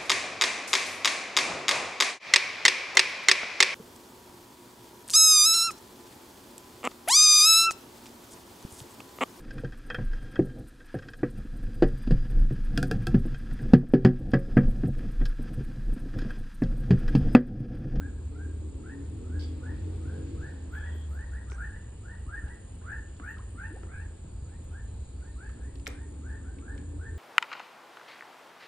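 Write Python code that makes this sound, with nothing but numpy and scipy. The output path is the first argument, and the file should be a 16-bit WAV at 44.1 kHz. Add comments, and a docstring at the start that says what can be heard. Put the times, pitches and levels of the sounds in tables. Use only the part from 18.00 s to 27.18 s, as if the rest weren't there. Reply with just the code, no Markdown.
"""Beside a muddy pond, small animals call all the way through in short rising chirps, swept tones with echoes.
At first a motorbike, a stack of firing harmonics, revs up far off over rumble, wash, hiss and insect buzz.
A raspy squeak rings at 1.4 s; from 2.7 s come noise ticks, narrow noisy trills and gliding water plops.
Rising bubbles gurgle from 4.8 s, a fainter motorbike joins at 6.9 s and a run of cracks snaps close by at 7.9 s."""
import sys
import numpy as np
from scipy import signal
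from scipy.fft import rfft, irfft
from scipy.io import wavfile
from scipy.ndimage import uniform_filter1d

SR = 44100
rng = np.random.default_rng(int(sys.argv[2]) if len(sys.argv) > 2 else 0)


def master_out(mix):
    """Clip the mix to full scale and print it as 16-bit PCM to the path in sys.argv[1]."""
    frames = np.transpose(np.atleast_2d(mix))
    ceiling = np.clip(frames, -1, 1)
    pcm = np.round(ceiling * 32767).astype(np.int16)
    wavfile.write(sys.argv[1], SR, pcm)


N = 404838
TIME = np.arange(N) / SR

CALL_LEAD_S, CALL_LEAD_DB = 0.035, -10.5  # a faint glide leads into each sweep from below
LOUD_CALL_DB = -42.5  # in calls softer than this the fundamental stands out more
# The animals' calls. Each row: start in seconds, length in seconds, top of the strong second partial in Hz,
# level in dB (rms over a typical call length), far echo in dB, third partial in dB against the second,
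# swell from 0 (abrupt) to 1 (gradual).
CHIRPS = [ (-.05, 0.11, 1663, -52, 0, -17, 0.15), (0.317, 0.12, 1657, -54.5, -0.5, -17, 0.27),
          (0.826, 0.098, 1860, -52.5, -4, -18, 0.26), (1.226, 0.15, 1685, -55.5, 2, -25, .1),
          (1.605, 0.097, 1877, -51.5, 0, -23, 0.28), (2.009, 0.098, 1646, -55.5, 8, -19, 0.14),
          (2.37, 0.1, 1855, -50, 3, -35, 0.15), (2.705, 0.08, 1737, -45, 2, -18, 0.41),
          (2.777, 0.082, 1918, -50.5, 9, -16, 0.41), (3.105, 0.13, 1894, -50.5, -1.5, -34, 0.076),
          (3.295, .085, 1927, -52.5, 4.5, -27, 0.3), (3.468, 0.08, 1640, -55.5, -3, -21, 0.046),
          (3.56, .088, 1790, -43, -4.5, -23, 0.77), (3.668, 0.1, 1960, -53.5, 4, -25, 0.6),
          (4.023, .11, 1930, -51.5, 1, -24, 0.38), (4.278, 0.093, 1836, -42, -3, -25, 0.29),
          (4.406, 0.11, 1925, -53, 3.5, -24, 0.44), (4.844, 0.1, 1820, -41, -5.5, -23, 0.36),
          (5.212, 0.089, 1837, -43, -5, -17, 0.72), (5.56, 0.096, 1823, -43.5, -2.5, -16.5, 0.49),
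          (5.871, 0.077, 1691, -52, 3, -8, 0.44), (5.907, 0.11, 1819, -51, -17, -13, .5),
          (6.445, .11, 1870, -64, 0, -21, .2), (6.7, 0.089, 1780, -54.5, -2, -30, .25),
          (7.18, .11, 1857, -61, -2, -30, .1), (7.367, 0.097, 1786, -52, -3.5, -16, 0.44),
          (7.543, 0.14, 1940, -60.5, -1, -23, .2), (7.886, .135, 1860, -58, -2, -32, .2),
          (8.221, 0.091, 1807, -51, 5, -24, 0.38), (8.412, 0.083, 1600, -59, 1, -36, .25),
          (8.614, 0.1, 1807, -50.5, 3.5, -32, 0.23), (8.979, 0.093, 1830, -50, 0, -31, .45)]
# Distinct reflections, which beat with the sweep and roughen it. Each row: delay in seconds, level in dB.
REFLECTIONS = [(0.011, -6.5), (0.019, -4), (.075, -13.5)]


def chirps(low_db=-21, low_share=0.64, third_fade_s=0.39, rough=0.29, air_db=-18, scatter=1.65,
           typical_s=0.11, near_t60=0.25, far_t60=0.6, size=36000):
    """The throat favours the second partial, most of all in loud calls; reflections blur the weak partials."""
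    out = np.zeros((2, N))
    t = np.arange(size) / SR
    build = np.minimum(0.4 + t / 0.07, 1)  # echoes from the far bank take a moment to build up
    for s, length_s, top_hz, db, echo_db, third_db, swell in CHIRPS:
        phase, effort, throat = whistle(t - CALL_LEAD_S, length_s, top_hz, swell)
        voice = (1 + rough * quiver(size)) * np.sin(2 * phase)
        call = effort * throat * (voice + undb(air_db) * air(size))
        reflected = sum(undb(gain_db) * np.interp(t - late_s, t, call, left=0)
                        for late_s, gain_db in REFLECTIONS)
        low = undb(low_db + low_share * (LOUD_CALL_DB - db)) * np.sin(phase)
        third = undb(third_db) * np.exp(-t / third_fade_s) * np.sin(3 * phase)
        source = call + effort * (low + third)
        near_path = echoes(near_t60, 2200, size=size)  # close scatter beats with the direct sound
        far_path = build * echoes(far_t60, 2700, size=size)
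        near, far = (unit(signal.fftconvolve(source[None], path)[:, :size]) for path in (near_path, far_path))
        heard = unit(unit(call + reflected) + scatter * near + undb(echo_db) * far)
        add(out, s - CALL_LEAD_S, heard * undb(db) * np.sqrt(typical_s * SR / size))
    return out


# Every chirp's second partial sweeps up from the same pitch and holds its top for a moment.
CALL_START_HZ, CALL_HOLD_S = 1214, 0.011
# How strongly the throat passes the second partial. Each row: frequency in Hz, gain in dB.
THROAT = [(1200, -9), (1350, -6.5), (1450, -2.5), (1600, 0), (1780, -1.5), (1950, -3)]


def whistle(t, length_s, top_hz, swell, waver=0.0087, bend=1.2):
    """Fundamental phase, effort and throat gain of one call: it sweeps up, swells, holds a moment and stops."""
    u = np.minimum(t / length_s, 1)
    hz = top_hz - (top_hz - CALL_START_HZ) * (1 - u) ** bend  # second partial
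    lead_in = undb(CALL_LEAD_DB) * np.minimum(1 + t / CALL_LEAD_S, 1)
    rise = np.maximum(u, 0) ** max(swell, 0.01)
    stop = np.clip((length_s + CALL_HOLD_S - t) / 0.01, 0, 1)
    effort = np.maximum(rise, lead_in) * stop
    phase = np.pi * np.cumsum(hz * (1 + waver * quiver(len(t)))) / SR  # pi, not 2 pi: half the pitch
    return phase, effort, colour(hz, THROAT)


def quiver(size):
    """Quick, smooth unsteadiness of a voice, rms 1."""
    return unit(uniform_filter1d(uniform_filter1d(rng.standard_normal(size), size=200), size=200))


def air(size, centre_hz=1600, width_hz=480):
    """Air rushing through the throat's resonance, rms 1."""
    hz = np.arange(size // 2 + 1) * SR / size
    return unit(irfft(rfft(rng.standard_normal(size)) * band(hz, centre_hz, width_hz), size))


CRACK_T60_S, CRACK_WIDTH = 0.0093, 0.72  # decay by 60 dB; filter width as a share of the centre frequency
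# The snap is a quick run of cracks. Each row: start in seconds, peak in dB, centre in Hz.
SNAP = [(7.8615, -38, 2800), (7.868, -21, 2043), (7.87, -29, 5620), (7.8764, -27, 6310), (7.878, -39, 7940)]
# What the snapped thing rings with after its loudest crack. Each row: centre in Hz, filter width in Hz,
# peak in dB, time to decay by 60 dB in seconds.
SNAP_RING = [(990, 2500, -30.5, 0.036), (2300, 2200, -33, 0.015), (2450, 1200, -56, .2),
             (12600, 2160, -42.5, 0.099)]


def snap(ring_delay_s=0.003, spatter_delay_s=0.017):
    """Something brittle gives way in a few cracks and rings briefly after the loudest; small bits spatter."""
    out = np.zeros((2, N))
    for s, db, hz in SNAP:
        add(out, s, burst(db, hz, CRACK_WIDTH * hz, CRACK_T60_S))
    loudest_s = max(SNAP, key=lambda crack: crack[1])[0]
    for hz, width, db, t60 in SNAP_RING:
        add(out, loudest_s + ring_delay_s, burst(db, hz, width, t60))
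    return out + spatter(loudest_s + spatter_delay_s)


TICK_WIDTH = 0.95  # filter width as a share of the centre frequency
# The spatter's length, highest first peak, change over its length and middle pitch.
SPATTER_S, SPATTER_DB, SPATTER_FADE_DB, SPATTER_HZ = 0.07, -43, -11, 1910


def spatter(s, spread_octaves=1.5, t60=0.022, scatter_db=6, count=30):
    """A grainy, fading spray of tiny ticks at random pitches."""
    out = np.zeros((2, N))
    for k, (late, pitch, weaker) in enumerate(rng.random((count, 3))):
        u = (k + late) / count
        hz = SPATTER_HZ * 2 ** (spread_octaves * (2 * pitch - 1))
        db = SPATTER_DB + SPATTER_FADE_DB * u - scatter_db * weaker
        add(out, s + u * SPATTER_S, burst(db, hz, TICK_WIDTH * hz, t60, size=3000))
    return out


RING_HZ = 300  # the lengths below hold at this pitch
# Length in seconds, and end pitch over start pitch.
PLOP_S, PLOP_GLIDE = 0.013, 0.745
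BUBBLE_S, BUBBLE_GLIDE = 0.036, 1.435
# Plops, which sink in pitch. Each row: start in seconds, start pitch in Hz, peak in dB.
PLOPS = [ (2.949, 430, -46), (3.519, 445, -43), (3.954, 104, -38.5), (4.264, 316, -43), (4.274, 69.5, -30),
         (4.429, 300, -51), (4.438, 76.7, -26.5), (5.199, 324.7, -43.5), (5.546, 300, -42.5),
         (5.834, 418, -43.5), (6.245, 198.5, -37.5), (6.424, 108, -30), (6.607, 320, -49),
         (7.879, 530, -37), (8.762, 487.5, -42)]
# Gurgling bubbles, which rise in pitch. Each row: start in seconds, start pitch in Hz, peak in dB.
BUBBLES = [(4.814, 1340, -57.5), (5.368, 1160, -51), (5.389, 944, -48.5), (5.706, 272, -42.5),
           (5.738, 405.8, -48), (5.762, 674.4, -48)]


def plops(rows, length_s, glide, fade=1.0):
    """Air pockets in the water ring briefly, gliding as they change size; big, low ones last longer."""
    out = np.zeros((2, N))
    for s, hz, db in rows:
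        u = np.linspace(0, 1, int(length_s * np.sqrt(RING_HZ / hz) * SR))
        phase = 2 * np.pi * np.cumsum(hz * glide ** u) / SR
        ring = np.minimum(u / 0.086, 1) * np.exp(-fade * u) * np.minimum((1 - u) / 0.028, 1)
        add(out, s, undb(db) * ring / ring.max() * np.sin(phase))
    return out


# Ticks in clusters: time to decay by 60 dB, filter width, and how much weaker than the peak a tick may be.
CLUSTER_T60_S, CLUSTER_WIDTH_HZ, CLUSTER_SCATTER_DB = 0.062, 1600, 14
# Faint ticks and taps. Each row: start in seconds, peak in dB, centre in Hz,
# time to decay by 60 dB in seconds.
TICKS = [ (2.75, -42, 1390, .04), (2.788, -54, 4950, 0.017), (3.4991, -46, 3080, .015),
         (3.5185, -33, 1160, 0.01), (4.481, -52, 2300, 0.046), (5.167, -52, 4020, 0.046),
         (5.1981, -35.5, 1060, 0.021), (5.382, -50, 2700, .04), (5.833, -41, 1300, 0.032),
         (6.64, -59, 8910, .04), (7.493, -45.5, 1299, 0.039), (7.755, -48, 3400, .03),
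         (7.797, -48.5, 3397, 0.022), (8.585, -48, 2290, 0.038), (8.778, -46, 2490, 0.032)]
# Faint clusters of tiny noise ticks, very high near 13 kHz but for one near 6 kHz.
# Each row: start in seconds, length in seconds, highest peak in dB, centre in Hz.
TICK_CLUSTERS = [(2.716, 0.1, -58, 13300), (2.937, .1, -61, 13200), (3.094, 0.069, -63, 13300),
                 (3.499, 0.064, -51, 5950), (5.22, 0.13, -61, 13100)]


def ticks(count=7):
    """Small dry sounds, each a decaying noise burst: single ticks, and clusters scattered at random in time."""
    out = np.zeros((2, N))
    for s, db, hz, t60 in TICKS:
        add(out, s, burst(db, hz, TICK_WIDTH * hz, t60))
    for s, length_s, db, hz in TICK_CLUSTERS:
        for when, weaker in rng.random((count, 2)):
            tick = burst(db - CLUSTER_SCATTER_DB * weaker, hz, CLUSTER_WIDTH_HZ, CLUSTER_T60_S)
            add(out, s + when * length_s, tick)
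    return out


SQUEAK_AT_S, SQUEAK_S, SQUEAK_T60_S = 1.395, 0.056, 0.024  # start, length, decay of each jerk by 60 dB
# Resonances of one raspy squeak. Each row: centre in Hz, filter width in Hz, peak of the first jerk in dB.
SQUEAK = [(3310, 480, -50.5), (4640, 350, -48), (5350, 580, -52.5), (3800, 5100, -48)]


def squeak(jitter=0.17, fall_db=-4, tail_db=-4, tail_t60=0.31, count=7):
    """A quick run of stick-slip jerks rings a few high resonances; the banks draw it out."""
    out = np.zeros((2, N))
    for k, late in enumerate(rng.standard_normal(count)):
        s = SQUEAK_AT_S + SQUEAK_S * (k + jitter * late) / count
        for hz, width, db in SQUEAK:
            add(out, s, burst(db + fall_db * k / count, hz, width, SQUEAK_T60_S))
    tail = signal.fftconvolve(out[:1], echoes(tail_t60, 6000))[:, :N]
    return out + undb(tail_db) * tail


def burst(db, hz, width, t60, spread=0.81, size=16000):
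    """A short burst of tiny fractures, as decaying noise, through one broad resonance."""
    t = np.arange(size) / SR
    mid, side = rng.standard_normal((2, size)) * undb(-60 * t / t60)
    b, a = signal.iirpeak(min(hz, SR / 2 - 1000), hz / min(width, SR / 3), fs=SR)
    once = signal.lfilter(b, a, [mid + spread * side, mid - spread * side])
    sound = signal.lfilter(b, a, once)  # the second pass steepens the resonance
    return sound / abs(sound).max() * undb(db)


# Steady buzzers. Each row: centre in Hz, width in Hz, pulses per second, pulse depth,
# level in dB before the slow swell.
INSECTS = [(7052, 330, 43, 0.066, -67.5), (8114, 830, 230, 0.092, -69.5), (8130, 88, 130, 0.42, -90.5),
           (9230, 590, 330, 0.075, -72), (6840, 890, 5, 0.85, -76)]
# One more insect sings in bouts. Each row: start in seconds, end in seconds.
BOUTS = [(.65, 1.2), (1.88, 2.25), (3.05, 4.8), (4.2, 5.8), (5.4, 12), (7.65, 8.14)]


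def insects(bout_width_hz=240, bout_db=-73, flicker_db=0.6):
    """Wing strokes pulse narrow high resonances; one insect starts and stops."""
    def buzz(centre, width, rate, depth):
        """Noise in one resonance, pulsed by slightly unsteady strokes."""
        strokes = 1 + depth * np.sin(2 * np.pi * np.cumsum(rate * (1 + 0.0037 * walk(3.5))) / SR)
        hz = np.arange(N // 2 + 1) * SR / N
        ring = irfft(rfft(rng.standard_normal(N)) * band(hz, centre, width), N)
        return unit(ring * strokes) * undb(flicker_db * walk(3.5))
    chorus = sum(buzz(hz, width, rate, depth) * undb(db) for hz, width, rate, depth, db in INSECTS)
    bouts = sum(1.0 * ((TIME > a) & (TIME < b)) for a, b in BOUTS)  # overlapping bouts add up
    singing = uniform_filter1d(bouts, size=3000)
    soloist = singing * buzz(8920, bout_width_hz, 86, 0.9)
    swell_db = np.interp(TIME, [0, 4, 9], [-1.6, 0.3, 1.1])
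    return from_side(chorus * undb(swell_db) + soloist * undb(bout_db))


# Faint far-off trills. Each row: start in seconds, end in seconds, centre in Hz, level in dB.
TRILLS = [(2.713, 3.1, 3270, -65), (3.6, 5.902, 2890, -75), (6.239, 6.519, 4632, -79),
          (6.44, 6.658, 4000, -79), (6.67, 6.98, 3100, -79), (6.83, 7.182, 3980, -76),
          (6.9, 7.6, 4500, -78.5), (7.28, 7.432, 3960, -73)]


def trills(width_hz=330, fade_s=0.055, flicker_db=1):
    """Far-off trills, blurred by distance to narrow flickering bands."""
    out = np.zeros((2, N))
    for start, end, hz, db in TRILLS:
        noise = diffuse(lambda f: band(f, hz, width_hz))
        out += noise * gate(start, end, fade_s) * undb(db + flicker_db * walk(25))
    return out


BIKE_FADE_S, COAST_S = 0.72, 1.08  # fade in and out; time from throttle shut to silence
# The exhaust colour moves up with the revs: firing rate at which it stands as listed, and
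# the share of the rise (in octaves) that it follows.
EXHAUST_AT_HZ, EXHAUST_FOLLOW = 42, 0.38
# Motorbikes pulling away. Each row: start in seconds, throttle shut in seconds, top firing rate in Hz,
# growth of the rate per second, level at the top in dB before the exhaust colour.
BIKES = [(-.6, 2.4, 47.82, .128, -42), (6.9, 9.2, 43.23, .151, -49.5)]
# Their exhaust as it carries over the distance. Each row: frequency in Hz, gain in dB.
EXHAUST = [(35, -17.5), (75, -1.5), (115, 0.5), (160, -12), (205, -18.5), (250, -3.5), (300, 0.5),
           (345, -10.5), (400, -9), (490, -15), (620, -43), (900, -66.5)]


def motorbike(start_s, shut_s, top_hz, growth, top_db, jitter=0.00463, fade_db=0.64, rough=0.82, count=18):
    """Firing-rate harmonics pass through the exhaust colour; each fades on its own on the long way here."""
    hz, db = throttle(shut_s, top_hz, growth)
    phase = 2 * np.pi * np.cumsum(hz * (1 + jitter * walk(14))) / SR
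    out = np.zeros((2, N))
    heard = gate(start_s, shut_s + COAST_S, BIKE_FADE_S)
    on = heard > 0
    shift = (hz[on] / EXHAUST_AT_HZ) ** EXHAUST_FOLLOW
    for k in range(1, count):
        fading = undb(fade_db * walk(3.814)) * (1 + rough * walk(30))
        gain = fading[on] * colour(k * hz[on] / shift, EXHAUST)
        angle = k * phase[on] + rng.uniform(0, 2 * np.pi)
        lag = np.pi * k * hz[on] * 0.00035  # the left side hears it 0.35 ms after the right
        out[:, on] += gain * np.array([0.81 * np.sin(angle - lag), 0.7 * np.sin(angle + lag)])
    return out * heard * undb(top_db + db)


REV_DB_PER_OCTAVE = 14  # louder with the revs
SHUT_DB, SHUT_S, SAG_PER_S = -10.5, 0.21, 0.36  # off the throttle the level drops and the revs sag


def throttle(shut_s, top_hz, growth):
    """Firing rate and relative level of an engine that revs up steadily, then coasts."""
    before, after = np.minimum(TIME - shut_s, 0), np.maximum(TIME - shut_s, 0)
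    hz = top_hz * np.exp(growth * before - SAG_PER_S * after)
    db = REV_DB_PER_OCTAVE * np.log2(hz / top_hz) + SHUT_DB * np.minimum(after / SHUT_S, 1)
    return hz, db


# Deep engine drone from the road, one list of rows for each vehicle.
# Each row: time in seconds, pitch in Hz, level in dB before the trim.
DRONE = [
    [(0.0, 78.1, -40.5), (0.68, 78.47, -34.5), (0.77, 77.23, -43.5), (1.44, 79.5, -33.5), (1.64, 79.8, -44),
     (1.83, 88.95, -36), (2.04, 81.1, -36.5), (2.49, 78.75, -43.5), (2.94, 78.0, -34.5), (3.25, 67.9, -39),
     (3.63, 61, -39), (3.8, 60, -64)],
    [(4.3, 66.3, -51), (4.48, 66.9, -53), (4.73, 79.4, -43), (5.17, 75.36, -48.5), (5.71, 89.6, -40.5),
     (6.13, 81.46, -40.5), (6.31, 87.3, -44.5), (6.79, 73.7, -41), (6.99, 63.5, -43), (7.51, 62.2, -40),
     (8.69, 78.95, -40.5), (9.18, 83.26, -36.5)],
]
# Trim added to each vehicle's level, in dB, one number per vehicle.
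DRONE_TRIM_DB = [0.5, -2.5]


def drone(rows, trim_db, waver_db=0.85, jitter=0.012, fade_s=0.029):
    """Only the lowest engine note carries from the heavier traffic."""
    hz, db = curves(rows)
    phase = 2 * np.pi * np.cumsum(hz * (1 + jitter * walk(12))) / SR
    heard = gate(rows[0][0] - fade_s, rows[-1][0] + fade_s, fade_s)
    return from_side(np.sqrt(2) * np.sin(phase) * heard * undb(db + trim_db + waver_db * walk(9)))


RUMBLE_DB, WASH_DB, HISS_DB = -41.5, -53.5, -67.5  # levels before swells and wandering
# Wash and hiss swell once: middle and width in seconds, then the rise of each in dB.
SWELL_AT_S, SWELL_WIDTH_S, SWELL_WASH_DB, SWELL_HISS_DB = 2.01, 1, 3.5, 4.5
# Tone colours of rumble, wash and hiss. Each row: frequency in Hz, relative level in dB.
RUMBLE = [(20, -8), (30, -22.5), (42, 0.5), (58, 8), (80, 1.5), (100, 1), (125, -8.5), (170, -19.5),
          (260, -41), (400, -87.5)]
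WASH = [(90, -7), (170, 7.5), (280, 3), (420, 0), (620, -6.5), (880, -9.5), (1200, -14.5), (1700, -20),
        (2500, -72.5)]
HISS = [(900, -6.5), (1700, 4.5), (2600, 6), (3600, 3.5), (4600, 2.5), (5600, -4), (6500, -10), (9000, 4.5),
        (10000, -53.5), (13500, -17.5), (15500, -34.5)]


def background(flutter_db=0.77, heave_db=1.5):
    """Low rumble, the wash of the road and a thin hiss of leaves, each coloured noise that wanders in level."""
    swell = np.exp(-((TIME - SWELL_AT_S) / SWELL_WIDTH_S) ** 2)
    rumble_db = RUMBLE_DB + heave_db * walk(7.4)
    wash_db = WASH_DB + SWELL_WASH_DB * swell + flutter_db * walk(16)
    hiss_db = HISS_DB + SWELL_HISS_DB * swell + 0.5 * walk(22)
    rumble = diffuse(lambda hz: colour(hz, RUMBLE)) * undb(rumble_db)
    wash = diffuse(lambda hz: colour(hz, WASH)) * undb(wash_db)
    hiss = diffuse(lambda hz: colour(hz, HISS)) * undb(hiss_db)
    return rumble + wash + hiss


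# Width of the sound from all around. Each row: frequency in Hz, side minus mid in dB.
WIDTH = [(60, -29.5), (120, -24.5), (200, -22.5), (380, -13), (700, -4.5), (1400, -14.5), (2400, -1),
         (4400, -3), (8000, -8)]
# How far its left side leads. Each row: frequency in Hz, phase in radians.
LEFT_LEAD = [(150, 0), (300, -0.6), (500, -1.07), (850, -5), (1100, -5), (1850, -6), (2400, -4.5),
             (2900, -3.5), (3300, -6), (4700, -7), (5400, -3.5), (9900, 5.5)]


def diffuse(shape, size=N):
    """Stereo noise arriving from all around, with the gain shape(Hz), rms 1."""
    hz = np.arange(size // 2 + 1) * SR / size
    mid, side = rfft(rng.standard_normal((2, size))) * shape(hz)
    side = side * colour(hz, WIDTH)
    lead = np.exp(1j * np.interp(hz, *np.transpose(LEFT_LEAD)))
    return unit(irfft(np.array([(mid + side) * lead, mid - side]), size))


def echoes(t60, top_hz, size=26000):
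    """Dense reflections from banks and leaves, as decaying noise of unit energy."""
    fall = undb(-60 * np.arange(size) / SR / t60)
    tail = diffuse(lambda hz: 1 / (1 + (hz / top_hz) ** 2), size=size) * fall
    return unit(tail) / np.sqrt(size)


RIGHT_LAG = 11  # samples


def from_side(x):
    """A sound from the left reaches the right side a moment later."""
    return np.array([x, np.pad(x, (RIGHT_LAG, 0))[:N]])


def undb(db):
    """Decibels to gain."""
    return 10 ** (np.asarray(db) / 20)


def unit(x):
    """Scale to rms 1."""
    return x / np.sqrt(np.mean(x ** 2) + 1e-30)


def curves(rows):
    """Columns of a time table, joined by straight lines."""
    s, *columns = np.transpose(rows)
    return [np.interp(TIME, s, c) for c in columns]


def colour(hz, points):
    """Gain of a (Hz, dB) spectrum at the given frequencies."""
    f, db = np.transpose(points)
    return undb(np.interp(np.log(np.maximum(hz, 1)), np.log(f), db))


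def band(hz, centre, width):
    """Gain of a steep resonance."""
    return 1 / np.sqrt(1 + (2 * (hz - centre) / width) ** 6)


def walk(rate):
    """Smooth random wander through about rate new values per second."""
    knots = rng.standard_normal(int(N / SR * rate) + 2)
    line = np.interp(TIME * rate, np.arange(len(knots)), knots)
    return 1.2 * uniform_filter1d(line, int(SR / rate / 2))


def gate(start, end, fade_s):
    """Fade in after start, hold, fade out by end."""
    return np.clip(np.minimum(TIME - start, end - TIME) / fade_s, 0, 1)


def add(out, s, sound):
    """Mix a sound into out at time s."""
    start = int(round(s * SR))
    a, b = max(start, 0), min(start + sound.shape[-1], N)
    if b > a:
        out[:, a:b] += sound[..., a - start:b - start]


def scene(echo_db=-12, echo_t60=0.41, echo_hz=4000):
    """Everything around the pond; the near sounds echo faintly off the banks."""
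    water = plops(PLOPS, PLOP_S, PLOP_GLIDE) + plops(BUBBLES, BUBBLE_S, BUBBLE_GLIDE)
    near = ticks() + squeak() + snap() + water
    banks = signal.fftconvolve(near.mean(axis=0)[None], echoes(echo_t60, echo_hz))[:, :N]
    road = sum(motorbike(*bike) for bike in BIKES) + sum(map(drone, DRONE, DRONE_TRIM_DB))
    return chirps() + insects() + trills() + road + background() + near + undb(echo_db) * banks


TOP_HZ = 15500


def record(dry):
    """A steep low-pass filter cuts the top."""
    return signal.sosfilt(signal.ellip(8, 0.2, 70, TOP_HZ, fs=SR, output="sos"), dry)


dry = scene()
out = record(dry)
master_out(out)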